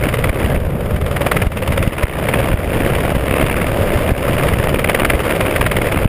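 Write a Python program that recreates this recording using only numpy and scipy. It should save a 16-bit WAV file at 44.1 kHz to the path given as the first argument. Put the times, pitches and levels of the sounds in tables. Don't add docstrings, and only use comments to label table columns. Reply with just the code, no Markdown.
import sys
import numpy as np
from scipy import signal
from scipy.fft import rfft, irfft, next_fast_len
from scipy.io import wavfile
from scipy.ndimage import uniform_filter1d

SR = 44100
rng = np.random.default_rng(int(sys.argv[2]) if len(sys.argv) > 2 else 0)


def store_wav(level_fs):
    pcm = np.round(np.clip(np.atleast_2d(level_fs), -1, 1) * 32767)
    wavfile.write(sys.argv[1], SR, pcm.T.astype(np.int16))


N = 268128
T = np.arange(N) / SR

# (time [s], relative level [dB])
SWISH_LEVEL = [(0, -18), (.4, -21.5), (.72, -29.5), (1.06, -21.5), (2.05, -18), (2.45, -28.5), (3.55, -19),
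               (3.8, -26), (4.7, -18.5), (5.85, -20.5), (6.08, -29)]
# (frequency [Hz], relative level [dB])
SWISH_SPECTRUM = [(120, -10), (300, -32), (420, 4.5), (560, 9.5), (680, -16), (830, -6.5), (1150, 0),
                  (1600, -7.5), (2150, -3), (2900, -6.5), (3650, -13.5), (4200, -24), (4900, -18.5),
                  (5900, -26)]
MAIN_PHASE = .255


def main_rotor(pass_hz, swish_db=4.5, width_s=0.0022, uneven_db=1.5, jitter_s=0.0015,
               echo_db=-10, echo_delay_s=0.0076, echo_width_s=0.0076,
               thump_db=-21, thump_lead_s=0.0028, thump_width_s=0.0021):
    blade, t = blade_passes(pass_hz, MAIN_PHASE)
    strength, lateness = rng.standard_normal((blade[-1] + 1, 2))[blade].T
    direct = bell(t - jitter_s * lateness, width_s) * noise(SWISH_SPECTRUM)
    scattered = gain_of(echo_db) * bell(t - echo_delay_s, echo_width_s) * noise(SWISH_SPECTRUM)
    swish = gain_of(swish_db) * envelope(SWISH_LEVEL) * (direct + scattered)
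    thump = gain_of(thump_db) * push_pull(t + thump_lead_s, thump_width_s)
    return gain_of(uneven_db * strength) * (swish + thump)


# (time [s], relative peak level [dB], build-up [s], fade [s])
VORTEX_SPELLS = [(0.088, -27, .04, 0.022), (.255, -17.5, 0.023, 0.042), (1.18, -20.5, 0.021, 0.035),
                 (1.32, -13.5, 0.066, .025), (1.39, -16.5, 0.043, 0.057), (1.78, -22, 0.04, 0.026),
                 (2.028, -18, 0.031, .02), (2.315, -15, 0.025, .05), (2.95, -24.5, 0.018, 0.018),
                 (3.415, -23, .02, 0.025), (4.49, -20, .02, 0.047), (4.87, -16, 0.046, 0.16),
                 (5.1, -14, 0.066, 0.014), (5.31, -19, .02, 0.023), (5.41, -18, 0.021, .02),
                 (5.57, -16.5, .02, 0.23), (5.92, -18.5, .02, .02)]
# (frequency [Hz], relative level [dB])
SLAP_SPECTRUM = [(120, -35), (300, -8), (560, 6.5), (830, -4.5), (1150, 0.5), (1600, -1.5), (2150, 3.5),
                 (2900, -9), (3650, -12.5), (4200, -21.5), (4900, -21), (5900, -29.5)]


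def blade_slaps(pass_hz, slap_db=4.5, half_length_s=0.0041,
                echo_db=-17, echo_delay_s=0.0047, echo_width_s=0.0053):
    blade, t = blade_passes(pass_hz, MAIN_PHASE)
    pass_times = np.interp(np.arange(blade[-1] + 1), blade + t * pass_hz, T)
    spells = [gain_of(db) * bell(pass_times - peak_s, np.where(pass_times < peak_s, build, fade))
              for peak_s, db, build, fade in VORTEX_SPELLS]
    strength = np.max(spells, axis=0)
    tear = noise(SLAP_SPECTRUM)
    gate = np.exp(-(t / half_length_s) ** 4)
    power = np.bincount(blade, (gate * tear) ** 2) / (np.bincount(blade, gate ** 2) + 1e-12)
    crack = gate * tear / np.sqrt(power[blade] + 1e-12)
    echo = gain_of(echo_db) * bell(t - echo_delay_s, echo_width_s) * tear
    return gain_of(slap_db) * strength[blade] * (crack + echo)


# (time [s], relative level [dB])
TAIL_LOADING = [(0, -29), (.5, -18.5), (.8, -41), (1.5, -30), (1.87, -27.5), (2.02, -18), (2.55, -24),
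                (2.78, -19), (3.2, -24.5), (3.37, -16.5), (3.7, -28), (4, -22.5), (4.25, -23.5),
                (4.7, -19.5), (5.85, -23.5), (6.08, -18)]
# (frequency [Hz], relative level [dB])
RASP_SPECTRUM = [(150, -24), (300, 8), (420, -2.5), (560, -2), (680, 0), (830, -5.5), (1150, -5.5),
                 (1600, -5.5), (2150, -4.5), (2900, -9), (3650, -22.5), (4200, -30.5), (4900, -36),
                 (5900, -55)]


def tail_rotor(pass_hz, rasp_db=4, width_s=0.0013, uneven_db=4.0, jitter_s=0.00034,
               gust_db=2.5, gust_hz=14, echo_db=-9, echo_delay_s=0.0024,
               pulse_db=-1, pulse_width_s=0.00057):
    blade, t = blade_passes(pass_hz, start_phase=.16)
    strength, lateness = rng.uniform(-0.89, 1, (blade[-1] + 1, 2))[blade].T
    gate = bell(t - jitter_s * lateness, width_s) + gain_of(echo_db) * bell(t - echo_delay_s, width_s)
    spit = gain_of(rasp_db) * gate * noise(RASP_SPECTRUM)
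    pulse = gain_of(pulse_db) * push_pull(t, pulse_width_s)
    loading = envelope(TAIL_LOADING) * gain_of(uneven_db * strength + gust_db * drift(gust_hz))
    return loading * (spit + pulse)


# (time [s], relative level [dB])
ROAR_LEVEL = [(0, -26.5), (.45, -20), (.66, -26), (1.3, -24), (1.52, -25), (2.08, -24), (2.33, -20.5),
              (3.5, -22), (4.4, -19), (4.83, -25), (5.33, -19.5), (5.69, -24.5), (6.08, -21)]
# (frequency [Hz], relative level [dB])
ROAR_SPECTRUM = [(40, -10.5), (180, -5), (300, -5.5), (420, -2.5), (570, 1.5), (680, -5), (830, -12),
                 (1200, -12.5), (1600, -15), (2150, -16), (2900, -21), (3650, -26.5), (4150, -35),
                 (4900, -30.5), (5900, -40)]


def turbine(roar_db=1.0, churn_db=2.5, churn_hz=120, gear_hz=652, gear_db=-40, waver=0.00166):
    roar = gain_of(roar_db + churn_db * drift(churn_hz)) * envelope(ROAR_LEVEL) * noise(ROAR_SPECTRUM)
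    pitch_hz = gear_hz * (1 + waver * drift(rate_hz=3.6))
    gear = np.sin(2 * np.pi * np.cumsum(pitch_hz) / SR)
    return roar + gain_of(gear_db) * gear


# (time [s], relative level [dB])
WIND_LEVEL = [(0, -19), (.6, -13.5), (.92, -15), (1.26, -22.5), (1.4, -17.5), (1.8, -16.5), (1.96, -24),
              (2.25, -17), (2.75, -16), (3.4, -18.5), (3.7, -17), (4.75, -15.5), (5.25, -21), (6.08, -18.5)]
# (frequency [Hz], relative level [dB])
WIND_SPECTRUM = [(6, -29), (18, 9.5), (35, -2.5), (62, 2.5), (130, -1.5), (190, -7.5), (300, -15.5),
                 (700, -28.5), (2000, -72)]
# (time [s], peak level [dB], Gaussian width [s])
PUFFS = [(0.3, 3.5, 0.0021), (.575, -2, 0.0025), (0.65, -6, 0.0015), (0.946, -2, 0.0012),
         (1.471, 7, 0.0017), (1.805, -2.5, 0.00098), (1.877, 7, 0.00094), (2.042, 10.5, 0.0017),
         (2.544, 6, 0.0019), (3.167, 0, 0.00093), (3.439, 1, 0.0015), (4.12, 8, 0.0011),
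         (4.541, -3, 0.0015), (5.153, -1.5, 0.0026), (6.057, 15, 0.00093)]


def downwash(wind_db=1.5, lumps_db=1.5, lump_hz=25, swell_db=0.5, swell_lead_s=0.012, swell_width_s=0.035):
    swells, puffs = np.zeros(N), np.zeros(N)
    for peak_s, db, width_s in PUFFS:
        near = abs(T - peak_s) < .15
        t = T[near] - peak_s
        swells[near] += bell(t + swell_lead_s, swell_width_s)
        puffs[near] += rng.choice([-1, 1]) * gain_of(db) * bell(t, width_s)
    rumble = unit_rms(noise(WIND_SPECTRUM) * gain_of(lumps_db * drift(lump_hz)))
    return gain_of(wind_db + swell_db * swells) * envelope(WIND_LEVEL) * rumble + puffs


# (time [s], share of treble lost [0-1])
TREBLE_LOSS = [(.4, 0), (.72, 0.46), (1.05, 0.23), (1.35, 0)]


def body_shadow(x, corner_hz=1200):
    treble = signal.lfilter(*signal.butter(1, corner_hz, "high", fs=SR), x)
    loss = np.interp(T, *np.transpose(TREBLE_LOSS))
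    return x - loss * treble


def blade_passes(pass_hz, start_phase):
    phase = start_phase + np.cumsum(pass_hz) / SR
    blade = np.round(phase).astype(int)
    return blade, (phase - blade) / pass_hz


def bell(t, width):
    return np.exp(-.5 * (t / width) ** 2)


def push_pull(t, width):
    return -t / width * bell(t, width) * np.exp(.5)


def gain_of(db):
    return 10 ** (np.asarray(db) / 20)


def unit_rms(x):
    return x / np.sqrt(np.mean(x ** 2) + 1e-20)


def envelope(curve):
    return gain_of(np.interp(T, *np.transpose(curve)))


def noise(spectrum):
    hz, db = np.transpose(spectrum)
    size = next_fast_len(N)
    bin_hz = np.fft.rfftfreq(size, 1 / SR)
    shape = gain_of(np.interp(np.log(bin_hz + 1), np.log(hz), db))
    return unit_rms(irfft(rfft(rng.standard_normal(size)) * shape, size)[:N])


def drift(rate_hz):
    hz = np.fft.rfftfreq(N, 1 / SR)
    return unit_rms(irfft(rfft(rng.standard_normal(N)) * np.exp(-(hz / rate_hz) ** 2), N))


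# (time [s], main rotor [Hz], tail rotor [Hz])
PASS_RATES = [(0, 19.47, 69.2), (.5, 19.48, 69.0), (1, 19.58, 68.94), (1.7, 19.58, 69.11),
              (3, 19.57, 69.23), (3.95, 19.56, 69.04), (4.6, 19.51, 69.09), (6.1, 19.5, 69.1)]


def scene():
    times, main, tail = np.transpose(PASS_RATES)
    main_hz, tail_hz = np.interp(T, times, main), np.interp(T, times, tail)
    rotors = main_rotor(main_hz) + blade_slaps(main_hz) + tail_rotor(tail_hz)
    return (body_shadow(rotors + turbine()) + downwash())[None]


def limiter(x, threshold_db=-5, attack_s=0.0019, recovery_s=0.09):
    power_db = 10 * np.log10(abs(uniform_filter1d(x ** 2, size=130)) + 1e-12)
    over_db = np.maximum(power_db - threshold_db, 1e-6)
    held_db = np.exp(np.maximum.accumulate(np.log(over_db) + T / recovery_s) - T / recovery_s)
    pole = np.exp(-1 / (attack_s * SR))
    reduction_db = signal.lfilter([1 - pole], [1, -pole], held_db)
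    return x / gain_of(reduction_db)


def record(dry, low_cut_hz=42, sampling_hz=12000, band_limit_hz=15400):
    coupled = signal.lfilter(*signal.butter(1, low_cut_hz, "high", fs=SR), limiter(dry[0]))
    coarse = np.clip(signal.resample_poly(coupled, sampling_hz, SR), -1, 1)
    held = signal.resample_poly(np.repeat(coarse, 4), SR, 4 * sampling_hz)[:N]
    low_pass = signal.firwin(301, band_limit_hz, window=("kaiser", 8), fs=SR)
    return signal.oaconvolve(held, low_pass, "same")[None]


dry = scene()
out = record(dry)
store_wav(out)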